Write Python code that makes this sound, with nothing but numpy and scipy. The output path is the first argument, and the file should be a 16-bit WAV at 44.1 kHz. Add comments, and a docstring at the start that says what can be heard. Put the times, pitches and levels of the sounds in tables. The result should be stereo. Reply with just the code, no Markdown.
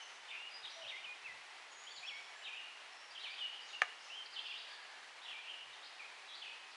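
"""Songbirds round a quiet yard

Songbirds call from trees round a yard where someone works on a plastic panel with a soldering iron, itself unheard.
Slurred whistles, chips and trills are gliding tones, each with a direct path, one reflection and tree echoes.
One sharp click close by is a set of damped modes with a noise crack; the hands' soft bumps are dull noise pulses.
Faint lower calls come from far away, over shaped noise for leaves and far-off sound."""
import sys
import numpy as np
from scipy import signal
from scipy.fft import rfft, irfft
from scipy.io import wavfile

SR = 44100
rng = np.random.default_rng(int(sys.argv[2]) if len(sys.argv) > 2 else 0)


def bounce(signal):
    """Save signal as a 16-bit WAV file at the path given by the first command-line argument."""
    frames = np.transpose(np.atleast_2d(signal))
    limited = np.clip(frames, -1, 1)
    pcm = np.round(limited * 32767).astype(np.int16)
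    wavfile.write(sys.argv[1], SR, pcm)


N = 298102  # samples

FREQS = np.maximum(np.arange(N // 2 + 1) * SR / N, 1)  # Hz
SIDES = np.array([[1], [-1]])  # left and right sign of the side signal
# pitch unsteadiness of the song, as a share of the pitch, for a direct path of 0 dB
SONG_WARBLE = 0.025
LARGE_BIRD_BELOW_HZ = 3800


def undb(db):
    """Decibels to gain."""
    return 10 ** (np.asarray(db) / 20)


def unit(x):
    """Scale to rms 1."""
    return x / np.sqrt(np.mean(x ** 2))


def add(track, s, x):
    """Mix x into the track at s seconds."""
    i = max(int(s * SR), 0)
    track[i:i + len(x)] += x[:max(N - i, 0)]


def colour(x, points):
    """Filter by a spectrum of (f/Hz, level/dB) points, interpolated over log frequency."""
    hz, db = np.transpose(points)
    gain = undb(np.interp(np.log(FREQS), np.log(hz), db))
    return irfft(rfft(x) * gain, N)


def walk(rate):
    """Smooth chance with rms 1, changing about rate times a second."""
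    slow = rfft(rng.standard_normal(N)) / (1 + (FREQS / rate) ** 4)
    return unit(irfft(slow, N))


def stereo(mid, side, pan_db):
    """Left and right as the microphone spreads them: least near 1.5 kHz, most round 5 to 7 kHz."""
    # stereo width of the microphone: f/Hz, side gain/dB
    width_curve = [(300, -1), (1500, -11), (2600, -5), (3600, -2.5), (4800, 3), (7000, 4), (10000, -7)]
    return (mid + SIDES * colour(side, width_curve)) * undb(SIDES * pan_db / 2)


def trees(x, early_t60, late_t60, late_db):
    """Mid and side echoes: strong ones from trunks nearby, then a weak tail from further off (t60 in s)."""
    t = np.arange(SR) / SR
    early = undb(-60 * t / early_t60)
    late = undb(late_db - 60 * t / late_t60)
    fade = (early + late) * (1 - np.exp(-t / 0.0009))
    # cubing the noise makes a few echoes stand out
    echoes = rng.standard_normal((2, SR)) ** 3 * fade
    echoes /= np.sqrt(np.sum(echoes ** 2, axis=1, keepdims=True))
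    return signal.fftconvolve(x[None], echoes, axes=1)[:, :N]


def birds(notes, warble_rate, flutter_db, edge_s, echo_db, early_t60, late_t60, late_db, side_db, pan_db):
    """Each note is one gliding, warbled tone; foliage shades its direct path apart from its echoes."""
    wall_s, wall_db = 0.017, -16  # one distinct reflection from a surface nearby
    sung, direct = np.zeros(N), np.zeros(N)
    unsteady = walk(warble_rate)
    flutter = undb(flutter_db * walk(59))
    for s, slur_hz, db, direct_db, warble in notes:
        t = np.arange(len(slur_hz)) / SR
        at = (int(s * SR) + np.arange(len(t))) % N
        phase = 2 * np.pi * np.cumsum(slur_hz * (1 + warble * unsteady[at])) / SR
        swell = np.sin(np.pi / 2 * np.clip(np.minimum(t, t[::-1]) / edge_s, 0, 1))
        note = undb(db) * unit(swell * flutter[at] * np.sin(phase))
        add(sung, s, note)
        add(direct, s, note * undb(direct_db))
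        add(direct, s + wall_s, note * undb(wall_db))
    mid, side = undb(echo_db) * trees(sung, early_t60, late_t60, late_db)
    return stereo(direct + mid, undb(side_db) * direct + side, pan_db)


def swoops():
    """A swoop swells up to a crest, plunges and bends to its last pitch; the level follows the plunge."""
    climb_fade_db = 15.5  # how much softer a swoop starts than its crest
    plunge_shape = 1.424  # 1 = sharp corner at the crest, 2 = round shoulder
    # main syllables: crest t/s, climb/s, roundness of the climb (1 = straight), first f/Hz, crest f/Hz,
    # trough f/Hz, end f/Hz, plunge/s, crest to end/s, crest level/dB, tail level/dB, direct path/dB
    swoop_rows = [ (0.31, 0.039, 2.2, 3560, 3520, 2383, 2740, 0.012, 0.082, -56.5, -56, 3.5),
                  (0.891, 0.027, 1.2, 2954, 3780, 1880, 2437, .02, 0.105, -50, -56, 3.5),
                  (1.048, .022, 1.26, 2110, 3080, 2452, 2454, .008, 0.086, -54.5, -60, 8),
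                  (1.263, 0.025, 1.67, 2746, 2623, 2008, 1972, 0.014, 0.071, -49.5, -59.5, 4),
                  (2.088, 0.031, 2.6, 2348, 3387, 2175, 2310, 0.014, 0.12, -48.5, -57.5, 5.5),
                  (2.472, .014, 2.2, 3940, 3835, 2345, 2893, 0.015, 0.12, -51, -55.5, 1),
                  (3.243, 0.0077, 2, 3160, 3204, 2146, 2644, 0.019, .104, -48, -56, 2),
                  (3.404, .04, 1.8, 2243, 3620, 2946, 2920, 0.00583, 0.058, -54, -47.5, 4),
                  (4.503, .008, 1.5, 3220, 3450, 2167, 2090, .016, 0.026, -51, -51.5, 2),
                  (5.303, 0.023, 1.8, 2687, 3420, 2220, 2450, 0.021, 0.092, -50.5, -54.5, 1),
                  (5.5, 0.019, 2.2, 2745, 3220, 2837, 2960, 0.0117, 0.1254, -48.5, -60.5, 3.5),
                  (6.421, 0.0081, 1.9, 3760, 3400, 2557, 2560, 0.0096, 0.105, -47, -56, -1.5)]
    notes = []
    for (s, climb_s, roundness, first_hz, crest_hz, trough_hz, end_hz,
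         plunge_s, length, crest_db, tail_db, direct_db) in swoop_rows:
        t = np.arange(int((climb_s + length) * SR)) / SR - climb_s
        to_climb = np.maximum(-t, 0) / climb_s
        after = np.maximum(t, 0)
        height = np.exp(-(after / plunge_s) ** plunge_shape)
        tail_hz = trough_hz + (end_hz - trough_hz) * (after / length) ** 2
        climb_hz = (first_hz - crest_hz) * to_climb ** roundness
        slur_hz = tail_hz + (crest_hz - tail_hz) * height + climb_hz
        db = tail_db + (crest_db - tail_db) * height - climb_fade_db * to_climb
        notes.append((s - climb_s, slur_hz, db, direct_db, SONG_WARBLE * undb(-direct_db)))
    return notes


def slurs(rows, ease, warble):
    """Single glides leave their first pitch quickly and ease into the last; hidden birds sound rougher."""
    notes = []
    for s, length, start_hz, end_hz, db, direct_db in rows:
        to_go = np.linspace(1, 0, int(length * SR)) ** ease
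        slur_hz = end_hz + (start_hz - end_hz) * to_go
        notes.append((s, slur_hz, db, direct_db, warble * undb(-direct_db)))
    return notes


def trills(large_bird, swing_db=2.5, warble=0.012):
    """Buzzy runs of tiny down-strokes saw the pitch unevenly, loudest as each fall reaches the bottom."""
    # trills: t/s, length/s, centre f/Hz, sweep/Hz, mean strokes per second, level/dB, direct path/dB
    trill_rows = [ (0.306, 0.055, 2560, 755, 95, -53, 1), (0.626, 0.026, 3880, 646, 92, -50, -4),
                  (0.683, 0.044, 4380, 1410, 55, -55.5, -1), (3.208, 0.03, 4040, 800, 75, -58, -1),
                  (3.316, .04, 4600, 696, 57, -60, -2), (4.356, 0.045, 3306, 794, 80, -52, 0),
                  (4.367, 0.05, 4310, 880, 61, -60, -3), (4.44, 0.051, 3118, 1140, 70, -51.5, -3),
                  (4.488, 0.032, 4460, 1000, 57, -59, -3), (4.596, 0.035, 4550, 905, 57, -59, -2),
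                  (4.703, 0.045, 4590, 500, 57, -57, 0.5), (5.532, 0.025, 2884, 350, 90, -59, 4),
                  (6.276, 0.07, 3626, 800, 54, -56, -6), (6.35, .034, 4520, 700, 69, -55, -2),
                  (6.457, 0.048, 2770, 520, 81, -57.5, 4)]
    notes = []
    pace = undb(0.53 * walk(30))
    for s, length, hz, sweep_hz, rate, db, direct_db in trill_rows:
        # low trills are the large bird's, high ones the small birds'
        if (hz < LARGE_BIRD_BELOW_HZ) != large_bird:
            continue
        phase = 2 * np.pi * np.cumsum(rate * pace[int(s * SR):][:int(length * SR)]) / SR
        # a fifth of each stroke rises, the rest falls
        slur_hz = hz + sweep_hz / 2 * signal.sawtooth(phase, .2)
        notes.append((s, slur_hz, db + swing_db * np.cos(phase), direct_db, warble))
    return notes


def song():
    """The large bird's song joins swoops, plain slurs and low trills, ringing among the trunks."""
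    # the song's plain glides, some alone, some close to swoops, some doubled by strong reflections:
    # t/s, length/s, start f/Hz, end f/Hz, level/dB, direct path/dB
    slur_rows = [ (0.0, 0.036, 3230, 2750, -54, -3), (0.282, 0.024, 3400, 2450, -57, -0.5),
                 (0.395, 0.095, 2780, 2890, -60.5, 8), (0.647, 0.012, 4300, 2920, -51.5, 2.5),
                 (0.659, 0.028, 3950, 3120, -60, 9), (0.815, 0.023, 2955, 3145, -52.5, -1.5),
                 (0.836, 0.022, 3000, 2460, -53, 0), (0.865, 0.02, 3020, 3400, -54, -0.5),
                 (0.887, 0.023, 3734, 3725, -58.5, 9.5), (1.867, 0.027, 2916, 3514, -55.5, 2),
                 (1.903, 0.017, 3400, 3620, -57, 0), (2.028, 0.033, 2370, 2680, -54, 3),
                 (2.416, 0.035, 2930, 2910, -60, 0), (2.438, 0.024, 4065, 3550, -58, 4),
                 (2.451, 0.036, 3245, 2353, -50, 0), (2.57, 0.042, 2844, 2890, -51, -1),
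                 (3.148, 0.025, 3500, 2760, -51, -3.5), (3.174, 0.018, 2850, 3290, -55.5, 2.5),
                 (3.19, 0.029, 3550, 3860, -53.5, -5), (3.231, 0.047, 4500, 3510, -56, 0),
                 (3.276, 0.018, 3650, 3080, -56, 4), (3.378, 0.017, 3020, 3260, -51, 1),
                 (3.454, 0.022, 2810, 2810, -53, 5.5), (3.49, 0.09, 2930, 3130, -60, 0.5),
                 (3.731, 0.024, 2910, 2796, -47, -1.5), (4.099, 0.068, 2660, 3157, -55.5, 3.5),
                 (4.165, 0.051, 3166, 3134, -54.5, 3.5), (4.361, 0.038, 3140, 2630, -53, 2.5),
                 (4.389, 0.017, 3350, 3100, -52.5, 7), (4.456, 0.017, 2570, 3100, -51.5, 3),
                 (4.483, 0.0098, 2550, 3100, -52, 1), (4.524, 0.065, 2650, 3900, -53, -2.5),
                 (5.215, 0.043, 3600, 3870, -58.5, -2), (5.25, 0.025, 3650, 2684, -50.5, -4.5),
                 (5.283, 0.014, 2700, 3310, -51.5, 1), (5.435, 0.047, 2520, 2850, -52.5, -3.5),
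                 (5.993, 0.019, 2565, 2390, -55, 3.5), (6.017, 0.02, 2370, 2220, -58, 4),
                 (6.042, 0.02, 2376, 2570, -59, 6), (6.28, 0.075, 3280, 3300, -63, -1),
                 (6.515, 0.083, 2620, 2680, -71, -5)]
    notes = swoops() + slurs(slur_rows, ease=1.3, warble=SONG_WARBLE) + trills(large_bird=True)
    return birds(notes, warble_rate=310, flutter_db=1.0, edge_s=0.0035, echo_db=1.3,
                 early_t60=0.7, late_t60=1.74, late_db=-5.5, side_db=-16.0, pan_db=0.0)


def whistles():
    """A thin whistle swells and fades while its pitch creeps up a little."""
    rise_per_s = .15  # share of the pitch
    fade_db = 9  # how much softer the ends are than the middle
    # whistles of smaller birds: t/s, length/s, middle f/Hz, level/dB, warble [share of pitch], direct path/dB
    whistle_rows = [ (0.0, 0.039, 6120, -55.5, 0.074, -3.5), (0.51, 0.1, 4900, -56, 0.012, 5),
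                    (0.704, 0.091, 5810, -59, 0.022, -0.5), (1.699, 0.13, 6800, -59.5, 0.02, -4),
                    (1.817, 0.095, 6860, -62.5, .02, -2), (1.914, 0.096, 6970, -63.5, 0.023, 1),
                    (2.041, 0.067, 5440, -57.5, 0.027, -.5), (2.126, 0.058, 5320, -63, 0.011, 1),
                    (2.334, 0.091, 7320, -70.5, 0.0076, -.5), (2.887, 0.16, 5460, -60.5, 0.023, -4.5),
                    (3.607, 0.05, 4850, -57, 0.045, -1)]
    notes = []
    for s, length, hz, db, warble, direct_db in whistle_rows:
        along = np.linspace(-1, 1, int(length * SR))
        slur_hz = hz * (1 + rise_per_s * length * along / 2)
        notes.append((s, slur_hz, db - fade_db * along ** 2, direct_db, warble))
    return notes


def twitter():
    """Smaller birds mix thin whistles, rough chips and high trills, set wide and to one side."""
    # rough, steep chips: t/s, length/s, start f/Hz, end f/Hz, level/dB, direct path/dB
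    chip_rows = [ (1.906, 0.025, 4430, 4500, -54.5, 1.5), (1.961, 0.032, 4760, 3830, -50.5, -2),
                 (3.105, 0.025, 4600, 4850, -56.5, -2), (3.298, 0.016, 5210, 4230, -52.5, -6.5),
                 (3.63, 0.051, 5040, 6600, -59, -8.5), (3.68, 0.041, 4640, 3290, -53, -8.5),
                 (3.98, 0.06, 4420, 6190, -56.5, -9.5), (4.258, 0.0069, 5500, 3730, -48.5, 0),
                 (4.32, 0.039, 5130, 3990, -51, -6), (4.465, 0.016, 5330, 4300, -52.5, -2),
                 (4.575, 0.0192, 5170, 4360, -52, -4), (5.722, 0.04, 3900, 3200, -59, -1),
                 (5.82, 0.033, 3300, 4830, -53, -5), (5.853, 0.026, 3310, 5230, -56, -0.5),
                 (6.338, 0.023, 3280, 4730, -52, -3), (6.705, 0.039, 5720, 3650, -56.5, -8)]
    notes = whistles() + slurs(chip_rows, ease=1.2, warble=0.023) + trills(large_bird=False)
    return birds(notes, warble_rate=286, flutter_db=2.5, edge_s=0.0042, echo_db=-4.0,
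                 early_t60=0.87, late_t60=1.4, late_db=-8.0, side_db=-0.5, pan_db=-5.5)


def click(db, rise_s, crack_db, crack_t60, pan_db, side_db, near_db, near_t60, yard_db):
    """A hard snap cracks, rings damped modes, bounces between near surfaces and dies away in the yard."""
    # what the click rings with: f/Hz, width/Hz, relative spectral peak level/dB
    mode_rows = [(342, 64, -12), (634, 76, -8), (730, 24, -1.5), (806, 180, 7), (1220, 36, 4),
                 (1280, 110, 6), (1450, 42, -3), (1725, 28, 0), (1850, 610, 16.5), (2200, 64, 6),
                 (2880, 250, -10), (4450, 240, -10), (6040, 240, -11)]
    # the catch, the snap, its chatter and a last rebound: t/s, level relative to the snap/dB
    contact_rows = [(3.8182, -16), (3.8189, 0), (3.8206, -15), (3.8229, -15), (3.8337, -19)]
    t = np.arange(SR // 10) / SR
    ring = np.zeros(len(t))
    for hz, width, mode_db in mode_rows:
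        ring += undb(mode_db) * width * np.exp(-np.pi * width * t) * np.cos(2 * np.pi * hz * t)
    ring *= 1 - np.exp(-t / rise_s)  # the vibration takes a moment to spread through the part
    ring /= np.abs(ring).max()
    snap, burst = np.zeros(N), np.zeros(N)
    for s, size_db in contact_rows:
        add(snap, s, undb(db + size_db) * ring)
        add(burst, s, undb(crack_db + size_db - 60 * t / crack_t60))
    # a small part radiates little bass
    snap = signal.sosfilt(signal.butter(3, 560, "high", fs=SR, output="sos"), snap)
    # its many high modes merge into a brief crack
    crack_curve = [(1500, -30), (3500, -7), (6500, 11), (8000, -16), (11000, -15)]
    crack = burst * unit(colour(rng.standard_normal((2, N)), crack_curve))
    near = undb(near_db) * trees(snap, near_t60, .2, -44)
    yard = undb(yard_db) * trees(snap, 0.39, 0.69, -8)
    mid, side = near + yard
    return stereo(snap + crack[0] + mid, undb(side_db) * snap + crack[1] / 2 + side, pan_db)


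def hands():
    """Dull, soft bumps while the panel is held: low noise under smooth pulses."""
    # bumps of the hands on the panel: t/s, length/s, level at the top of the pulse/dB
    bump_rows = [(0.614, 0.057, -82), (0.817, 0.077, -74.5), (1.048, 0.047, -78), (1.18, 0.29, -79.5),
                 (1.958, 0.072, -81), (5.576, 0.24, -84.5)]
    push = np.zeros(N)
    for s, length, db in bump_rows:
        add(push, s, undb(db) * np.hanning(int(length * SR)))
    dull_curve = [(25, -14), (70, -1.5), (130, 2.5), (220, -5.0), (500, -39)]
    return push * unit(colour(rng.standard_normal(N), dull_curve))


def far_calls():
    """Faint lower calls from far away, slow at the edges, with more echo than near ones."""
    # far calls: t/s, length/s, start f/Hz, end f/Hz, level/dB, direct path/dB
    far_rows = [ (0.745, 0.1, 679, 645, -67.5, 9), (0.815, 0.08, 620, 558, -75, 7),
                (2.34, 0.044, 1840, 1633, -66, 5), (4.62, 0.37, 1630, 1729, -66.5, -5.5)]
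    notes = slurs(far_rows, ease=1.19, warble=0.0194)
    return birds(notes, warble_rate=140, flutter_db=2.0, edge_s=0.04, echo_db=4.0,
                 early_t60=1.0, late_t60=1.0, late_db=-10, side_db=-18, pan_db=0.5)


def air(side_db, flicker_db, pan_db):
    """Leaves and far-off noise: a steady wash with a slight flicker."""
    # background shared by both sides: f/Hz, relative level per Hz/dB
    mid_curve = [(15, -73), (25, -36), (121, -37), (266, -21.5), (352, -15.5), (631, -9), (699, -7.5),
                 (774, -4), (1460, -5), (1660, -4.5), (2140, -4), (2830, -0.5), (3740, -9.5), (4040, -9),
                 (10900, -28), (14200, -107), (22000, -120)]
    # background differing between the sides: f/Hz, relative level per Hz/dB
    side_curve = [(15, -68), (25, -67), (246, -24.5), (370, -17), (556, -8.5), (616, -9), (901, -4),
                  (1100, -3.5), (1320, -3), (1880, -4), (2140, -2.5), (2830, 0), (3560, -3.5), (6380, -8),
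                  (10900, -22), (14200, -46), (22000, -120)]
    # hollows nearby colour the background: f/Hz, width/Hz, boost or cut/dB
    hollow_rows = [(117, 15.4, 13), (406, 16, 4), (703, 66, 2), (880, 39, 1.5), (1924, 280, 2.5),
                   (2820, 680, -5)]
    boost_db = sum(db / (1 + (2 * (FREQS - hz) / width) ** 2) for hz, width, db in hollow_rows)

    def wash(curve):
        """Noise with the given spectrum, coloured by the hollows."""
        noise = colour(rng.standard_normal(N), curve)
        return unit(irfft(rfft(noise) * undb(boost_db), N))

    mid, side = wash(mid_curve), wash(side_curve)
    level_db = -55.5 + flicker_db * walk(21)
    return (mid + SIDES * undb(side_db) * side) * undb(level_db + SIDES * pan_db / 2)


def scene():
    """Birds near and far, the click and the hands over the background."""
    snap = click(db=-10.5, rise_s=0.0004, crack_db=-45.5, crack_t60=0.017, pan_db=1.0,
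                 side_db=-18, near_db=-10.5, near_t60=0.066, yard_db=-16.0)
    background = air(side_db=-3.5, flicker_db=0.58, pan_db=0.7)
    return song() + twitter() + snap + hands() + far_calls() + background


def record(dry):
    """The recorder cuts the top steeply above 11 kHz."""
    return signal.sosfilt(signal.ellip(10, .2, 60, 11000, fs=SR, output="sos"), dry)


dry = scene()
out = record(dry)
bounce(out)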